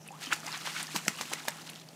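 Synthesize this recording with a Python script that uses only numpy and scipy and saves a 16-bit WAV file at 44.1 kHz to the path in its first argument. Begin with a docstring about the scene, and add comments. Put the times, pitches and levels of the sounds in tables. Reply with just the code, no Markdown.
"""A garden pond, a few metres from the microphone: a duck bathes. It ducks under and throws water over its
back in gushes, with a first splash of the body, then beats its wings: five wing slaps on the water.
Slaps are pulses, cracks, thumps and spray; water is tiny impacts and bubbles, which thin out at the end.
Throughout, a low hum, probably the pond pump, runs under quiet air; a wooden fence echoes the duck briefly."""
import sys
import numpy as np
from scipy import signal
from scipy.fft import rfft, irfft
from scipy.io import wavfile

SR = 44100
rng = np.random.default_rng(int(sys.argv[2]) if len(sys.argv) > 2 else 0)


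def file_out(sig):
    """Save sig as 16-bit WAV at sys.argv[1]."""
    # one column per channel
    cols = np.atleast_2d(sig).T
    # limit, then scale
    lim = np.clip(cols, -1, 1)
    pcm = np.round(lim * 32767).astype(np.int16)
    wavfile.write(sys.argv[1], SR, pcm)


N = 85995  # length [samples]


def undb(db):
    """Decibels to gain."""
    return 10 ** (np.asarray(db) / 20)


def clock():
    """Time of each sample in seconds."""
    return np.arange(N) / SR


def unit(x):
    """Scale to rms 1."""
    return x / np.sqrt(np.mean(x ** 2) + 1e-20)


def freqs():
    """Frequency of each spectral bin in Hz, at least 1."""
    return np.maximum(np.arange(N // 2 + 1) * SR / N, 1)


def colour(x, points, tilt_db=0):
    """Weight the spectrum of x by (frequency [Hz], level [dB]) points and a tilt per octave; rms 1."""
    hz, db = np.array(points).T
    octave = np.log2(freqs())
    weight_db = np.interp(octave, np.log2(hz), db) + tilt_db * octave
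    return unit(irfft(rfft(x) * undb(weight_db), N))


def band(x, hz, octaves):
    """A bell-shaped band of x; rms 1."""
    bell = np.exp(-.5 * (np.log2(freqs() / hz) / octaves) ** 2)
    return unit(irfft(rfft(x) * bell, N))


def noise():
    """White noise."""
    return rng.standard_normal(N)


def walk(rate_hz):
    """Slow random wandering, rms 1."""
    return unit(irfft(rfft(noise()) * np.exp(-(freqs() / rate_hz) ** 2), N))


def clicks(per_s, scatter_db):
    """Tiny impacts at random moments, a few much larger than the rest."""
    struck = rng.random(N) < per_s / SR
    size = np.minimum(rng.exponential(size=N), 5)
    return struck * np.sign(noise()) * undb(scatter_db * size)


def swell(at, rise, fall):
    """An envelope that grows exponentially to 1 at its top and dies away."""
    t = clock() - at
    return np.exp(np.minimum(t / rise, -t / fall))


def add(out, at, hz, gain, cycles, glide):
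    """Add one bubble: it radiates the change of a pulsation that rises in pitch and fades by 60 dB."""
    start = max(int(at * SR), 0)
    length = max(min(int(cycles / hz * SR), N - start), 0)
    t = np.arange(length) / SR
    age = t * hz / cycles  # 0 to 1 over its life
    ring = np.sin(2 * np.pi * hz * t * (1 + glide * age / 2))
    onset = 1 - np.exp(-2 * np.pi * hz * t)
    pulsation = ring * np.exp(-np.log(1000) * age) * onset
    out[start:start + length] += gain * np.diff(pulsation, prepend=0) * SR / (2 * np.pi * hz)


BUBBLE_SCATTER_DB, BUBBLE_GLIDE = 3.5, .3  # spread of loudness; rise of pitch as a share


def bubble_cloud(low_hz, high_hz, cycles, count):
    """Many small bubbles of random size, living half to one and a half times the cycles; rms 1."""
    out = np.zeros(N)
    for k, (when, size, loud, life) in enumerate(rng.random((count, 4))):
        at = (k + 2 * when) / count * N / SR
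        hz = low_hz * (high_hz / low_hz) ** size
        gain = undb(-BUBBLE_SCATTER_DB * np.log(loud + 0.037))
        add(out, at, hz, gain, cycles * (.5 + life), BUBBLE_GLIDE)
    return unit(out)


# Weighting of the wet crack: (frequency [Hz], level [dB per Hz])
CRACK_SPECTRUM = [(80, -24), (200, -7.5), (450, -9.5), (900, -9), (2000, 1), (3500, -2), (5000, -3.5),
                  (7500, -1), (10000, -10), (15000, -14.5)]
# Weighting of the spray, also of the tick of a drop: (frequency [Hz], level [dB per Hz])
SPRAY_SPECTRUM = [(300, -30), (1000, -26), (2500, -27), (4500, 5.5), (7000, 3.5), (10000, -1.5),
                  (15000, -8)]
IMPACT_CYCLES, CRACK_RISE_S = 4.3, 0.00041
THUMP_RISE_S, THUMP_FALL_S = 0.0042, 0.0047
SPRAY_RISE_S, SPRAY_FALL_S, SPRAY_PER_S = 0.0089, 0.015, 4200
# Density and size spread of the impacts in gushes and splatter; the spray shares the spread
GUSH_PER_S, GUSH_SCATTER_DB = 4600, 3
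# A first splash of the body, then five wing slaps on the water: (time [s],
# impact level [dB, before doubling the amplitude], impact pitch [Hz], crack level [dB], crack decay [s],
# crack brightness [dB per octave], thump level [dB], thump pitch [Hz], spray level [dB])
SLAPS = [(0.3315, -22.5, 2010, -26, 0.0058, -1.5, -42.5, 302.2, -37),
         (.9620, -15.5, 2970, -29, 0.0055, -1.2, -34.5, 190, -32),
         (1.0812, -12.5, 1830, -16.5, 0.0025, -1.55, -33, 198, -38),
         (1.2112, -23.5, 960, -30, 0.0089, -1.8, -41.5, 240, -43),
         (1.3347, -15, 2000, -23, 0.0025, -1.2, -46, 194.4, -43.5),
         (1.4834, -18, 1670, -24.5, 0.0036, 4.6, -41.5, 232.5, -42)]


def slaps():
    """A sharp pressure pulse, a wet crack, the thump of the hollow in the water, and spray."""
    out = np.zeros(N)
    for at, impact_db, hz, crack_db, decay, tilt_db, thump_db, thump_hz, spray_db in SLAPS:
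        add(out, at, hz, 2 * undb(impact_db), IMPACT_CYCLES, 0)
        crack = colour(noise(), CRACK_SPECTRUM, tilt_db)
        out += undb(crack_db) * swell(at, CRACK_RISE_S, decay) * crack
        thump = unit(np.sin(2 * np.pi * (thump_hz * clock() + rng.random())))
        out += undb(thump_db) * swell(at, THUMP_RISE_S, THUMP_FALL_S) * thump
        spray = colour(clicks(SPRAY_PER_S, GUSH_SCATTER_DB), SPRAY_SPECTRUM)
        out += undb(spray_db) * swell(at, SPRAY_RISE_S, SPRAY_FALL_S) * spray
    return out


GUSH_IMPACT_DB = -0.5
FROTH_DB, FROTH_LOW_HZ, FROTH_HIGH_HZ, FROTH_CYCLES = -7.5, 798, 4980, 20
# Gushes of water pushed by body and wings: (time of the top [s], level [dB], rise [s], fall [s],
# centre [Hz], width [octaves])
WATER_GUSHES = [(.03, -58, .02, .02, 6000, 0.19), (.072, -53, 0.018, 0.011, 2070, 0.64),
                (0.231, -43.5, 0.0096, .04, 3070, 0.51), (0.315, -47, 0.0046, 0.0086, 450, 0.51),
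                (0.32, -43, 0.0028, .008, 2130, 0.95), (.328, -27, 0.01, 0.0037, 1770, 0.57),
                (.482, -45, 0.034, 0.0082, 1430, .8), (0.551, -37, 0.022, 0.017, 1830, 0.96),
                (0.677, -39.5, 0.0019, .006, 930, 1), (0.668, -35.5, 0.013, 0.031, 2600, 1.1),
                (0.768, -37, 0.0087, 0.0042, 2050, 0.4), (0.807, -36, 0.049, 0.019, 2660, 1.07),
                (0.9613, -31, 0.0074, 0.0033, 1080, 0.79), (0.985, -42, 0.024, 0.012, 2500, 0.45),
                (1.14, -55, .02, .015, 1690, 0.27), (1.193, -39.5, 0.0043, 0.0086, 2670, 0.2),
                (1.318, -38, 0.0037, .007, 800, 0.55), (1.3305, -32, 0.002, .002, 1400, 1.6),
                (1.386, -44, 0.013, 0.023, 1550, 0.94), (1.4785, -31.5, 0.0004, 0.0085, 1760, 0.64),
                (1.52, -49.5, 0.0089, 0.039, 1390, .8), (1.816, -49, 0.0044, .005, 3400, .8),
                (1.670, -42, .004, 0.0055, 3680, 0.97), (1.694, -42, 0.0035, 0.0051, 3180, 0.36)]


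def gushes():
    """Sheets of water break up into dense bursts of tiny impacts and trapped bubbles."""
    froth = bubble_cloud(FROTH_LOW_HZ, FROTH_HIGH_HZ, FROTH_CYCLES, count=1100)
    out = np.zeros(N)
    for at, db, rise, fall, hz, octaves in WATER_GUSHES:
        impacts = undb(GUSH_IMPACT_DB) * band(clicks(GUSH_PER_S, GUSH_SCATTER_DB), hz, octaves)
        bubbles = undb(FROTH_DB) * band(froth, hz, octaves)
        out += undb(db) * swell(at, rise, fall) * (impacts + bubbles)
    return out


# Levels of patter, fizz and gurgle are relative to the stirring
PATTER_DB, PATTER_PER_S, PATTER_SCATTER_DB = -1.5, 3200, 1
PATTER_FLICKER_DB, PATTER_FLICKER_HZ = 1.5, 60
FIZZ_DB, FIZZ_LOW_HZ, FIZZ_HIGH_HZ, FIZZ_CYCLES = -6.5, 2376, 9340, 25
GURGLE_DB, GURGLE_LOW_HZ, GURGLE_HIGH_HZ, GURGLE_CYCLES = -7.5, 701, 2810, 15.6
SLOSH_DB, SLOSH_HZ, SLOSH_OCTAVES = -59.5, 268, 0.43
SLOSH_FOLLOW = 0.48  # share of the stirring's dB swings
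# Weighting of the patter: (frequency [Hz], level [dB per Hz])
PATTER_SPECTRUM = [(300, -24), (700, -5.5), (1500, 4.5), (3000, 1), (5000, 1), (7000, 0), (10000, -5.5),
                   (15000, -13.5)]
# How hard the water is stirred: (time [s], level [dB])
STIRRING = [(0, -63), (0.188, -56), (0.224, -43), (.30, -49.5), (.36, -44.5), (.43, -50), (.47, -43.5),
            (.53, -45.5), (.63, -45), (.71, -45), (.82, -42.5), (.865, -49), (.91, -44.5), (1.0, -46),
            (1.045, -46.5), (1.12, -46.5), (1.3, -45), (1.5, -49.5), (1.62, -51), (1.76, -52.5),
            (1.86, -60), (1.95, -57.5)]


def stirred_water():
    """Uneven patter, fizz, gurgle and a low slosh all follow how hard the water is stirred."""
    stir = undb(np.interp(clock(), *np.array(STIRRING).T))
    drops = colour(clicks(PATTER_PER_S, PATTER_SCATTER_DB), PATTER_SPECTRUM)
    patter = undb(PATTER_DB + PATTER_FLICKER_DB * walk(PATTER_FLICKER_HZ)) * drops
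    fizz = undb(FIZZ_DB) * bubble_cloud(FIZZ_LOW_HZ, FIZZ_HIGH_HZ, FIZZ_CYCLES, count=700)
    gurgle = undb(GURGLE_DB) * bubble_cloud(GURGLE_LOW_HZ, GURGLE_HIGH_HZ, GURGLE_CYCLES, count=320)
    slosh = undb(SLOSH_DB) * band(noise(), SLOSH_HZ, SLOSH_OCTAVES)
    return stir * (patter + fizz + gurgle) + unit(stir ** SLOSH_FOLLOW) * slosh


# Single bubbles and air pockets: (time [s], pitch [Hz], peak level [dB], life [cycles],
# rise of pitch [share])
SINGLE_BUBBLES = [(.0865, 2570, -34.5, 55, 0.065), (.106, 785, -41, 110, 0.27),
                  (0.127, 861, -45.5, 83, 1.53), (.139, 1022, -42, 91, .8), (.2698, 3080, -31, 65, 0),
                  (.273, 250, -36.5, 10, 0.36), (.306, 910, -37, 18, 1.2), (.3167, 2700, -24, 22, 1.2),
                  (.442, 623, -43, 58, 0.59), (.480, 2000, -33, 50, 0.33), (.489, 996, -33.5, 32, 0),
                  (.503, 1290, -44, 45, 0.23), (.541, 1033, -35.5, 36, 0.68), (.673, 900, -20.5, 7, 0.18),
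                  (.764, 1510, -29, 29, 0), (.881, 1760, -39, 49, 0.054), (.889, 1020, -40.5, 26, 1.34),
                  (.9455, 270, -29.5, 9.3, 0.96), (1.066, 616, -32.5, 15, 0.29), (1.0825, 1480, -18, 13, 0),
                  (1.188, 1174, -37.5, 72, .1), (1.208, 560, -33.5, 17, 0.024),
                  (1.317, 300, -33, 7.3, 0.25), (1.358, 1980, -36.5, 55, 0.003), (1.384, 1180, -53, 42, 1),
                  (1.452, 840, -33.5, 11, 0), (1.480, 554, -26.5, 13, 0.25), (1.482, 900, -30.5, 47, .03),
                  (1.559, 785, -42.5, 19, 0), (1.586, 1150, -44, 41, 1.9)]


def single_bubbles():
    """Larger bubbles and air pockets ring, many of them rising in pitch."""
    out = np.zeros(N)
    for at, hz, db, cycles, glide in SINGLE_BUBBLES:
        add(out, at, hz, undb(db), cycles, glide)
    return out


DROP_CYCLES, DROP_GLIDE = 26.3, 0.046  # life of the ping; rise of its pitch as a share
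# Tick and splatter levels are relative to the ping
DROP_TICK_DB, DROP_TICK_S = -15, 0.002
SPLATTER_DB, SPLATTER_S, SPLATTER_OCTAVES = -13.5, 0.0034, 0.36
# Separate drops landing: (time [s], pitch [Hz], peak level of the ping [dB])
SINGLE_DROPS = [(0.0774, 9100, -34), (0.119, 7000, -39.5), (.239, 6470, -32), (0.2607, 4770, -30),
                (.466, 6040, -24.5), (.519, 5300, -29), (.527, 4100, -28.5), (0.576, 6200, -29),
                (.829, 8650, -22), (0.869, 4930, -27), (1.052, 7060, -30), (1.506, 6600, -30),
                (1.584, 4330, -40.5), (1.618, 4900, -35), (1.676, 4240, -34.5), (1.700, 10300, -31),
                (1.733, 2750, -37), (1.753, 4270, -37), (1.759, 3140, -35), (1.798, 3940, -40),
                (1.817, 3350, -40.5), (1.888, 4570, -36.5)]


def single_drops():
    """Each drop ticks on the surface, pings as a bubble and splatters around its pitch."""
    out = np.zeros(N)
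    splatter = clicks(GUSH_PER_S, GUSH_SCATTER_DB)
    tick = undb(DROP_TICK_DB) * colour(noise(), SPRAY_SPECTRUM)
    for at, hz, db in SINGLE_DROPS:
        add(out, at, hz, undb(db), DROP_CYCLES, DROP_GLIDE)
        out += undb(db) * swell(at, CRACK_RISE_S, DROP_TICK_S) * tick
        burst = band(splatter, hz, SPLATTER_OCTAVES)
        out += undb(db + SPLATTER_DB) * swell(at, CRACK_RISE_S, SPLATTER_S) * burst
    return out


FENCE_S, FENCE_DB = .012, -22  # echo delay and level
YARD_DB, YARD_T60_S, YARD_HZ = -18, 0.15, 4520  # tail level, 60 dB decay, treble corner


def yard(x):
    """One echo from the fence and a short, duller tail of decaying noise."""
    t = clock()
    dull = irfft(rfft(noise()) / np.hypot(1, freqs() / YARD_HZ), N)
    decay = np.exp(-np.log(1000) * t / YARD_T60_S)
    tail = dull * decay * np.minimum(t / FENCE_S, 1)  # builds up until the echo
    wet = signal.fftconvolve(x, tail / np.linalg.norm(tail))[:N]
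    echo = np.interp(t - FENCE_S, t, x, left=0)
    return x + undb(FENCE_DB) * echo + undb(YARD_DB) * wet


HUM_HZ, HUM_DRIFT = 158.4, 0.0097  # mean pitch; its rms drift as a share
HUM_DB, HUM_WAVER_DB = -56.5, -1.5


def hum():
    """A low tone, probably the pond pump, wavers in pitch and level."""
    pitch_hz = HUM_HZ * (1 + HUM_DRIFT * walk(9.8))
    phase = 2 * np.pi * np.cumsum(pitch_hz) / SR
    return undb(HUM_DB + HUM_WAVER_DB * walk(5.8)) * unit(np.sin(phase))


AIR_DB = -56
# Weighting of the outdoor air: (frequency [Hz], level [dB per Hz])
AIR_SPECTRUM = [(25, -9), (60, 2), (100, -5.5), (125, 6), (200, 7), (300, -6), (420, -1.5), (800, -0.5),
                (1500, -19.5), (3000, -44), (6000, -23), (10000, -19), (15000, -24.5)]


def outdoor_air():
    """Quiet outdoor air: steady coloured noise."""
    return undb(AIR_DB) * colour(noise(), AIR_SPECTRUM)


def scene():
    """The duck's water sounds echo in the yard; hum and air lie beneath."""
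    duck = slaps() + gushes() + stirred_water() + single_bubbles() + single_drops()
    return (yard(duck) + hum() + outdoor_air())[None]


TOP_HZ = 15400


def record(dry):
    """The microphone thins the deep bass and cuts the top."""
    bass_cut = signal.butter(3, 110, "high", fs=SR, output="sos")
    top_cut = signal.ellip(8, .2, 80, TOP_HZ, fs=SR, output="sos")
    return signal.sosfilt(top_cut, signal.sosfilt(bass_cut, dry))


dry = scene()
out = record(dry)
file_out(out)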